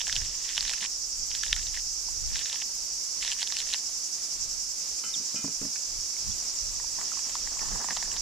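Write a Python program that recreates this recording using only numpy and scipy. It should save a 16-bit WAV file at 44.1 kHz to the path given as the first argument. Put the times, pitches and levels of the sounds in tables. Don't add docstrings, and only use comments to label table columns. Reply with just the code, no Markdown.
import sys
import numpy as np
from scipy import signal
from scipy.fft import rfft, irfft, next_fast_len
from scipy.io import wavfile
from scipy.ndimage import uniform_filter1d, map_coordinates

SR = 44100
rng = np.random.default_rng(int(sys.argv[2]) if len(sys.argv) > 2 else 0)


def inscribe(sig):
    pcm = np.round(np.clip(np.atleast_2d(sig).T, -1, 1) * 32767)
    wavfile.write(sys.argv[1], SR, pcm.astype(np.int16))


N = 362061

# t/s, peak level/dB, leaf ring f/Hz, hollow of the hands re snap peak/dB
RIB_SNAPS = [(0.0058, -20.5, 3400, -24), (0.0141, -16, 3440, -21), (0.069, -19, 3300, -30),
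             (0.079, -17, 3200, -19), (0.096, -19, 1960, -27), (0.127, -13, 3750, -32),
             (0.1556, -15, 4430, -25), (0.164, -12.5, 3140, -32), (0.2171, -23, 2730, -21),
             (0.491, -22, 3560, -23), (0.569, -20, 3450, -19), (0.5784, -10.5, 3200, -20),
             (0.608, -11, 4600, -35), (0.6278, -21, 4350, -23), (0.6514, -23.5, 3500, -14),
             (0.679, -17.5, 4260, -30), (0.695, -17.5, 3100, -20), (0.7027, -17, 4700, -28),
             (0.713, -25, 3300, -12), (0.736, -19, 2700, -29), (1.306, -28.5, 2840, -18),
             (1.3148, -22, 3350, -25), (1.3506, -13.5, 4470, -30), (1.435, -15, 3350, -28),
             (1.464, -24, 3550, -14), (1.48, -24, 3700, -28), (1.497, -30, 3000, -27),
             (1.5287, -5, 3500, -23), (1.564, -18.5, 1600, -32), (1.594, -28.5, 1690, -17),
             (1.6687, -22.5, 3540, -23), (1.7436, -28.5, 1870, -25), (1.7727, -25, 1850, -25),
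             (2.357, -18, 3770, -22), (2.367, -23, 3810, -18), (2.3916, -19.5, 3820, -24),
             (2.413, -24, 3640, -25), (2.458, -20, 3730, -33), (2.498, -21, 3750, -26),
             (2.5286, -17.5, 3490, -20), (2.5435, -26, 4220, -15), (2.558, -23, 3300, -16),
             (2.6213, -21.5, 3510, -16.5), (3.2245, -22.5, 3040, -26), (3.2488, -20, 3600, -18),
             (3.2778, -16.5, 3800, -27), (3.2956, -28, 2000, -20), (3.3173, -16, 3300, -29),
             (3.324, -21.5, 2950, -20), (3.4192, -18, 3620, -20), (3.4288, -11.5, 4830, -24),
             (3.474, -19, 3870, -29), (3.503, -31, 2000, -25), (3.5227, -14.5, 3760, -17.5),
             (3.568, -16.5, 3500, -26), (3.588, -20, 4370, -32), (3.6025, -18, 4120, -30),
             (3.606, -26, 3330, -25), (3.67, -30, 2100, -26), (3.69, -24, 4460, -32),
             (3.731, -20, 2970, -30), (3.7373, -13, 4080, -38), (3.7437, -17.5, 2900, -14),
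             (5.759, -24.5, 2480, -36), (7.0137, -26, 1130, -8), (7.1915, -26, 2490, -12),
             (7.296, -23.5, 3320, -12), (7.3538, -23, 1040, -9.5), (7.4736, -27.5, 1830, -8.5),
             (7.593, -25.5, 2200, -10), (7.844, -26.5, 1770, -2), (7.8869, -30, 1640, 2),
             (7.907, -19.5, 1770, -9.5), (7.966, -24, 3020, -6), (7.9701, -19, 3160, -12),
             (8.027, -24, 1720, -7.5), (8.116, -27.5, 2870, -24), (8.1405, -29, 1880, -19),
             (8.165, -22.5, 4590, -11.5), (8.1704, -23.5, 1790, -18)]
# t/s, level/dB, f/Hz
LEAF_POPS = [(2.085, -37.5, 955), (4.99, -44, 2450), (6.165, -40.5, 2190), (6.799, -38, 1010),
             (6.8, -38, 1880), (6.842, -37.5, 910), (7.118, -32.5, 1320), (7.134, -39, 1084),
             (7.172, -35, 1090), (7.57, -37, 1080), (7.632, -34, 880), (7.683, -36, 1050),
             (7.788, -42, 708), (8.057, -39, 1700)]
# t/s, length/s, crackle level/dB
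RIP_STROKES = [(0.0, 0.26, -50.5), (.2, 0.23, -55.5), (.42, 0.21, -47.5), (.62, 0.12, -45.5),
               (.73, 0.06, -50.5), (.8, 0.058, -40.5), (1.29, 0.34, -51.5), (1.73, 0.063, -47.5),
               (1.6, 0.13, -59), (2.28, 0.059, -52.5), (2.33, .1, -47.5), (2.43, 0.19, -49.5),
               (3.2, 0.13, -44), (3.16, .63, -54.5), (3.38, 0.054, -46.5), (3.53, 0.091, -46.5),
               (3.68, 0.072, -47), (7.0, 0.36, -59), (7.46, 0.62, -58.5)]
# t/s, length/s, rub level/dB
SLIDE_STROKES = [(.57, 0.058, -57.5), (.8, 0.059, -52.5), (6.96, 0.12, -52.5), (7.1, 0.1, -59),
                 (7.24, 0.08, -53), (7.5, 0.124, -51), (7.6, 0.159, -45.5), (7.74, 0.187, -47),
                 (7.95, 0.22, -52.5)]
# f/Hz, relative level/dB
CRACKLE_SPECTRUM = [(500, -37), (1000, -2.5), (1400, -11.5), (1800, 1.5), (2300, -1), (2900, 5.5),
                    (3600, 6.5), (4200, 7.5), (5500, 2), (7500, 13.5), (10000, 11), (13000, -30)]
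# f/Hz, relative density/dB
RUB_SPECTRUM = [(100, -40), (150, 1.5), (200, 2), (330, -5), (600, -6), (800, 1), (1150, 1), (1400, -6.5),
                (1800, -1.5), (2400, -24.5)]

# t/s, level/dB
RIM_TAPS = [(5.038, -44), (5.357, -44)]
# f/Hz, mean level/dB, t60/s
BOWL_MODES = [(1292, -12, .4), (1350, -6, .4), (1416, -2, .15), (1593, -11, .5), (2073, -10, .6),
              (2444, -4, .55), (2705, -3, .22), (3020, 0, .3), (3644, -8, .1)]
# t/s, level/dB
BOARD_KNOCKS = [(5.043, -51), (5.062, -49), (5.162, -44), (5.199, -41.5), (5.343, -34.5), (5.389, -42),
                (5.443, -27), (5.478, -33), (5.499, -41), (5.613, -31), (5.628, -32.5), (5.649, -32.5),
                (5.687, -45)]
# f/Hz, mean level/dB, t60/s
BOARD_MODES = [(165, -9, 0.11), (216, 0.5, 0.066), (272.4, -6, 0.14), (434, -13, 0.093), (606, -9, 0.041),
               (990, -15, 0.038)]
# t/s, length/s, start f/Hz, end f/Hz, peak level/dB
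LEAF_SQUEAKS = [(5.137, 0.012, 3800, 3500, -27), (5.149, 0.0065, 3350, 3180, -33),
                (6.312, .008, 3520, 3430, -39)]

# rate/Hz, share of a throb gone at the start
LOW_PUMP = (10.62, 0)
HIGH_PUMP = (10.8, .2)
# t/s, low level/dB, high level/dB, overtone level/dB, far level/dB
CHORUS_LEVELS = [(0.0, -35.5, -43.5, -63, -55.5), (4.64, -36, -42.5, -62.5, -53),
                 (8.21, -36, -41, -62.5, -54)]
# f/Hz, relative density/dB
LOW_SPECTRUM = [(3900, -33.5), (4500, -12.5), (5100, -3.5), (5400, -2), (5620, 0.5), (5850, -1.5),
                (6100, -3.5), (6700, -6.5), (7300, -19), (8000, -54)]
HIGH_SPECTRUM = [(5600, -66), (6300, -1.5), (7000, 4), (7700, 1), (8250, -6.5), (8800, -22), (9500, -60)]
OVERTONE_SPECTRUM = [(10500, -26), (12000, -1), (13100, 0), (14500, 4), (15600, -12), (17000, -7)]
FAR_SPECTRUM = [(7800, -33), (8600, 4), (9400, 0), (10200, -4.5), (11600, -5.5), (12500, -7.5),
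                (14000, -40)]

# t/s, level/dB
CRICKET_LEVEL = [(0, -75), (.9, -61), (2.5, -67), (4.2, -60), (5, -83), (8.21, -80)]
# f/Hz, relative density/dB
CRICKET_SPECTRUM = [(8800, -60), (9150, -16), (9300, 15), (9450, -6), (9800, -50)]

# f/Hz, relative density/dB
RUSTLE_SPECTRUM = [(70, -82), (115, -7.5), (220, -5), (280, -4.5), (560, -5.5), (1190, -5), (1740, -8.5),
                   (2400, -5), (3300, -6.5), (4200, 0), (4800, 6.5), (5600, -42)]
# t/s, level/dB
RUSTLE_LEVEL = [(0.0, -50), (1.42, -51.5), (8.21, -47.5)]
# f/Hz, left-right correlation
RUSTLE_ALIKE = [(130, 0.86), (290, 0.75), (640, 0.5), (1400, 0.05), (3100, 0.59)]
# f/Hz, left minus right/dB
RUSTLE_BALANCE = [(200, 1), (700, -2), (1300, -1.5), (2400, 0), (4400, 1.5)]
# t/s, rumble level/dB, flutter level/dB
GUST_LEVELS = [(0.0, -57, -73), (0.2, -39.5, -41), (0.48, -62, -80), (0.66, -45.5, -55), (0.78, -59, -76),
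               (1.46, -49, -59.5), (1.53, -40, -52), (1.96, -54.5, -66.5), (2.33, -37, -48),
               (2.54, -67, -90), (2.7, -59, -77), (4.21, -61.5, -78), (4.46, -48, -56), (4.64, -54.5, -77),
               (5.33, -72, -79), (5.69, -57, -64), (5.74, -67, -81), (5.97, -44, -55), (6.15, -67, -76),
               (6.29, -44.5, -39.5), (6.49, -56, -72), (6.63, -46, -52.5), (7.18, -60, -82),
               (7.75, -44, -47), (7.82, -59, -73), (8.21, -45.5, -57)]
# f/Hz, relative density/dB
RUMBLE_SPECTRUM = [(8, -24), (22, -3), (42, -4.5), (60, -14.5), (90, -49), (200, -120)]
FLUTTER_SPECTRUM = [(40, -26), (62, -6), (90, -6.5), (140, -15), (220, -21), (400, -49), (900, -120)]

BREAK_S, AFTER_GAIN = 0.0008, 0.09
FORE_MEAN_S, FORE_MIN_DB = 0.004, -13
RISE_SHARE, LET_GO_S = 0.24, 0.01
LOW_DEPTH_DB, HIGH_DEPTH_DB, OVERTONE_DEPTH_DB = 1.5, 2.2, 3
DEPTH_WANDER = 0.4
RUMBLE_LUMP_DB, FLUTTER_LUMP_DB = 2.5, 4.4
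LIMIT_DB, GRAB_S, RECOVER_DB_PER_S = -9, 0.0024, 180
BAND_LIMIT_HZ = 15750


def amp(db):
    return 10 ** (np.asarray(db) / 20)


def unit(x):
    return x / np.sqrt(np.mean(x ** 2) + 1e-20)


def along(points, hz):
    f, v = np.transpose(points)
    return np.interp(np.log(hz + 1), np.log(f + 1), v)


def curves(rows):
    s, *cols = np.transpose(rows)
    t = np.arange(N) / SR
    return np.array([np.interp(t, s, c) for c in cols])


def wobble(knots_per_s):
    knots = rng.standard_normal(int(N * knots_per_s / SR) + 4)
    return map_coordinates(knots, [np.arange(N) * knots_per_s / SR])


def noise_pair():
    return rng.standard_normal((2, N))


def filtered(x, response):
    m = next_fast_len(N + 8192)
    return irfft(rfft(x, m) * response(np.fft.rfftfreq(m, 1 / SR)), m)[..., :N]


def spread(pair, spectrum, alike, balance):
    def mid_side(hz):
        angle = np.arccos(np.clip(along(alike, hz), -1, 1)) / 2
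        return amp(along(spectrum, hz)) * [np.cos(angle), np.sin(angle)]

    def left_right(hz):
        return amp(along(balance, hz) / 2 * np.array([[1], [-1]]))

    mid, side = filtered(pair, mid_side)
    out = filtered(np.array([mid + side, mid - side]), left_right)
    return out / np.std(out.mean(0))


def add(track, s, sound, pan_db):
    part = track[:, round(s * SR):][:, :len(sound)]
    part += amp([[pan_db / 2], [-pan_db / 2]]) * sound[:part.shape[1]]


def peak_normalised(x):
    return x / np.abs(x).max()


def snaps():
    track, t = np.zeros((2, N)), np.arange(1024) / SR
    f = np.fft.rfftfreq(len(t), 1 / SR)

    def resonance(centre_hz, width_hz):
        return 1j * f * width_hz / (centre_hz ** 2 - f * f + 1j * f * width_hz)

    body = (0.53 * resonance(4630, 6600) ** 3 + 0.59 * resonance(1800, 520) ** 2
            + 0.11 * resonance(9800, 4400) ** 2)
    damp = (resonance(8600, 11100) * 7500 / (1j * f + 1) * 7500 / 11000) ** 2
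    hollow = resonance(975, 650) ** 2
    envelope = np.exp(-(t / BREAK_S) ** 2) + AFTER_GAIN * amp(-60 * t / 0.11)

    for s, db, hz, hollow_db in RIB_SNAPS:
        burst = rfft(rng.standard_normal(len(t)) * envelope)
        rib = resonance(hz, 0.2 * hz) * resonance(hz, hz)
        leaf = peak_normalised(irfft(burst * damp * (rib + body)))
        add(track, s, amp(db) * leaf, -2.5)
        fore_s = FORE_MEAN_S * rng.uniform(0.5, 1.5)
        fore_db = FORE_MIN_DB + rng.uniform(0, 3.3)
        add(track, max(s - fore_s, 0), amp(db + fore_db) * leaf, -2.5)
        add(track, s, amp(db + hollow_db) * peak_normalised(irfft(burst * hollow)), -5.5)

    for s, db, hz in LEAF_POPS:
        decay = amp(db - 60 * t / 0.023)
        attack = 1 - np.exp(-t / 0.00033)
        add(track, s, decay * attack * np.sin(2 * np.pi * hz * t), -5)
    return track


def strokes(rows):
    t = np.arange(N) / SR
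    gain = 0
    for s, length_s, db in rows:
        rise = (t - s) / (RISE_SHARE * length_s)
        fall = 1 + (s + length_s - t) / LET_GO_S
        gain = gain + amp(db) * np.clip(np.minimum(rise, fall), 0, 1)
    return gain


def tearing():
    crackle = 0
    for centre_hz in (1800, 2900, 4200):
        chance = 260 / SR * amp(3 * wobble(40))
        starts = (rng.random(N) < chance) * amp(rng.uniform(-10, 0, N))
        fibres = uniform_filter1d(starts, size=26) * 32 + 0.1
        colour = [(hz, db - 9 * np.log2(hz / centre_hz) ** 2) for hz, db in CRACKLE_SPECTRUM]
        crackle = crackle + spread(fibres * noise_pair(), colour, [(1500, 0.6), (7000, 1.0)], [(1, -2.5)])
    rub_gain = amp(2.6 * wobble(90) + 2 * wobble(25))
    rub = spread(rub_gain * noise_pair(), RUB_SPECTRUM, [(1, 0.5)], [(1, -5)])
    return strokes(RIP_STROKES) * crackle + strokes(SLIDE_STROKES) * rub


def struck(blows, modes, attack_s, contact_gain, dull_s, pan_db):
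    track, t = np.zeros((2, N)), np.arange(SR // 2) / SR
    scatter_db = 3
    for s, db in blows:
        ring = 0
        for hz, level_db, t60_s in modes:
            decay = amp(level_db + scatter_db * rng.normal() - 60 * t / t60_s)
            ring = ring + decay * np.sin(2 * np.pi * hz * t)
        noise = unit(uniform_filter1d(rng.standard_normal(len(t)), max(round(dull_s * SR), 1)))
        contact = contact_gain * noise * amp(-60 * t / 0.033)
        add(track, s, amp(db) * (ring + contact) * (1 - np.exp(-t / attack_s)), pan_db)
    return track


def bowl():
    track = struck(RIM_TAPS, BOWL_MODES, 0.00045, 1.7, 0.000085, -1.5)
    track += struck(BOARD_KNOCKS, BOARD_MODES, 0.0027, 0.5, 0.00024, -1.1)
    for s, length_s, from_hz, to_hz, db in LEAF_SQUEAKS:
        hz = np.linspace(from_hz, to_hz, round(length_s * SR))
        glide = np.sin(2 * np.pi * np.cumsum(hz) / SR)
        add(track, s, amp(db) * np.sqrt(np.hanning(len(hz))) * glide, -1.5)
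    return track


def singers(song, level_db, throb, depth_db, click_hz, drift_hz, click_share, alike, pan_db, flutter_db):
    rate_hz, start = throb
    pump = np.cos(2 * np.pi * (start + rate_hz * np.arange(N) / SR))
    cycle = np.cumsum(click_hz + drift_hz * wobble(1.5)) / SR % 1
    clicks = unit(np.exp(-1.8 * cycle))
    share = np.clip(click_share * (1 + 0.51 * pump), 0, 1)
    gate = np.sqrt(1 - share + share * clicks ** 2)
    sound = spread(gate * noise_pair(), song, [(1, alike)], [(1, pan_db)])
    throb_db = depth_db * (1 + DEPTH_WANDER * wobble(2.52)) * pump
    side_flutter_db = flutter_db * np.array([wobble(25), wobble(25)])
    return amp(level_db + throb_db + side_flutter_db) * sound


def cicadas():
    low_db, high_db, overtone_db, far_db = curves(CHORUS_LEVELS)
    far = spread(noise_pair(), FAR_SPECTRUM, [(1, 0.034)], [(8500, 0.5), (12000, 4.2)])
    low = singers(LOW_SPECTRUM, low_db, LOW_PUMP, LOW_DEPTH_DB, click_hz=309, drift_hz=3.2,
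                  click_share=0.29, alike=0.27, pan_db=-6.0, flutter_db=0.7)
    high = singers(HIGH_SPECTRUM, high_db, HIGH_PUMP, HIGH_DEPTH_DB, click_hz=326, drift_hz=1.2,
                   click_share=0.36, alike=0.03, pan_db=-2.1, flutter_db=0.81)
    overtones = singers(OVERTONE_SPECTRUM, overtone_db, HIGH_PUMP, OVERTONE_DEPTH_DB, click_hz=320,
                        drift_hz=7.7, click_share=0.4, alike=0.05, pan_db=1.7, flutter_db=0.6)
    return low + high + overtones + amp(far_db + 0.73 * wobble(10)) * far


def cricket():
    t = np.arange(N) / SR
    pulse = np.clip(np.cos(2 * np.pi * 13.9 * (t - 1.03)), 0, 1) ** 2
    voice = spread(noise_pair(), CRICKET_SPECTRUM, [(1, 0.6)], [(1, -1.4)])
    return amp(curves(CRICKET_LEVEL)[0]) * unit(pulse) * voice


def air():
    rustle_gain = amp(curves(RUSTLE_LEVEL)[0] + 0.98 * wobble(7.4))
    rustle = rustle_gain * spread(noise_pair(), RUSTLE_SPECTRUM, RUSTLE_ALIKE, RUSTLE_BALANCE)
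    rumble_db, flutter_db = curves(GUST_LEVELS)
    lumps = np.array([wobble(9.8), wobble(4.5)])
    rumble = spread(amp(RUMBLE_LUMP_DB * lumps) * noise_pair(), RUMBLE_SPECTRUM, [(1, 0.095)], [(1, -3.0)])
    flutter = spread(amp(FLUTTER_LUMP_DB * lumps) * noise_pair(), FLUTTER_SPECTRUM,
                     [(1, 0.072)], [(1, -4.5)])
    return rustle + amp(rumble_db) * rumble + amp(flutter_db) * flutter


def scene():
    return snaps() + tearing() + bowl() + cicadas() + cricket() + air()


def record(dry):
    slope_db = RECOVER_DB_PER_S * np.arange(N) / SR
    peak_db = 20 * np.log10(np.abs(dry).max(0) + 1e-9)
    over_db = np.clip(peak_db - LIMIT_DB, 0, None)
    duck_db = np.maximum.accumulate(over_db + slope_db) - slope_db
    lag = np.exp(-1 / (GRAB_S * SR))
    smooth_duck_db = signal.lfilter([1 - lag], [1, -lag], duck_db)
    return filtered(dry * amp(-smooth_duck_db), lambda hz: hz < BAND_LIMIT_HZ)


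dry = scene()
out = record(dry)
inscribe(out)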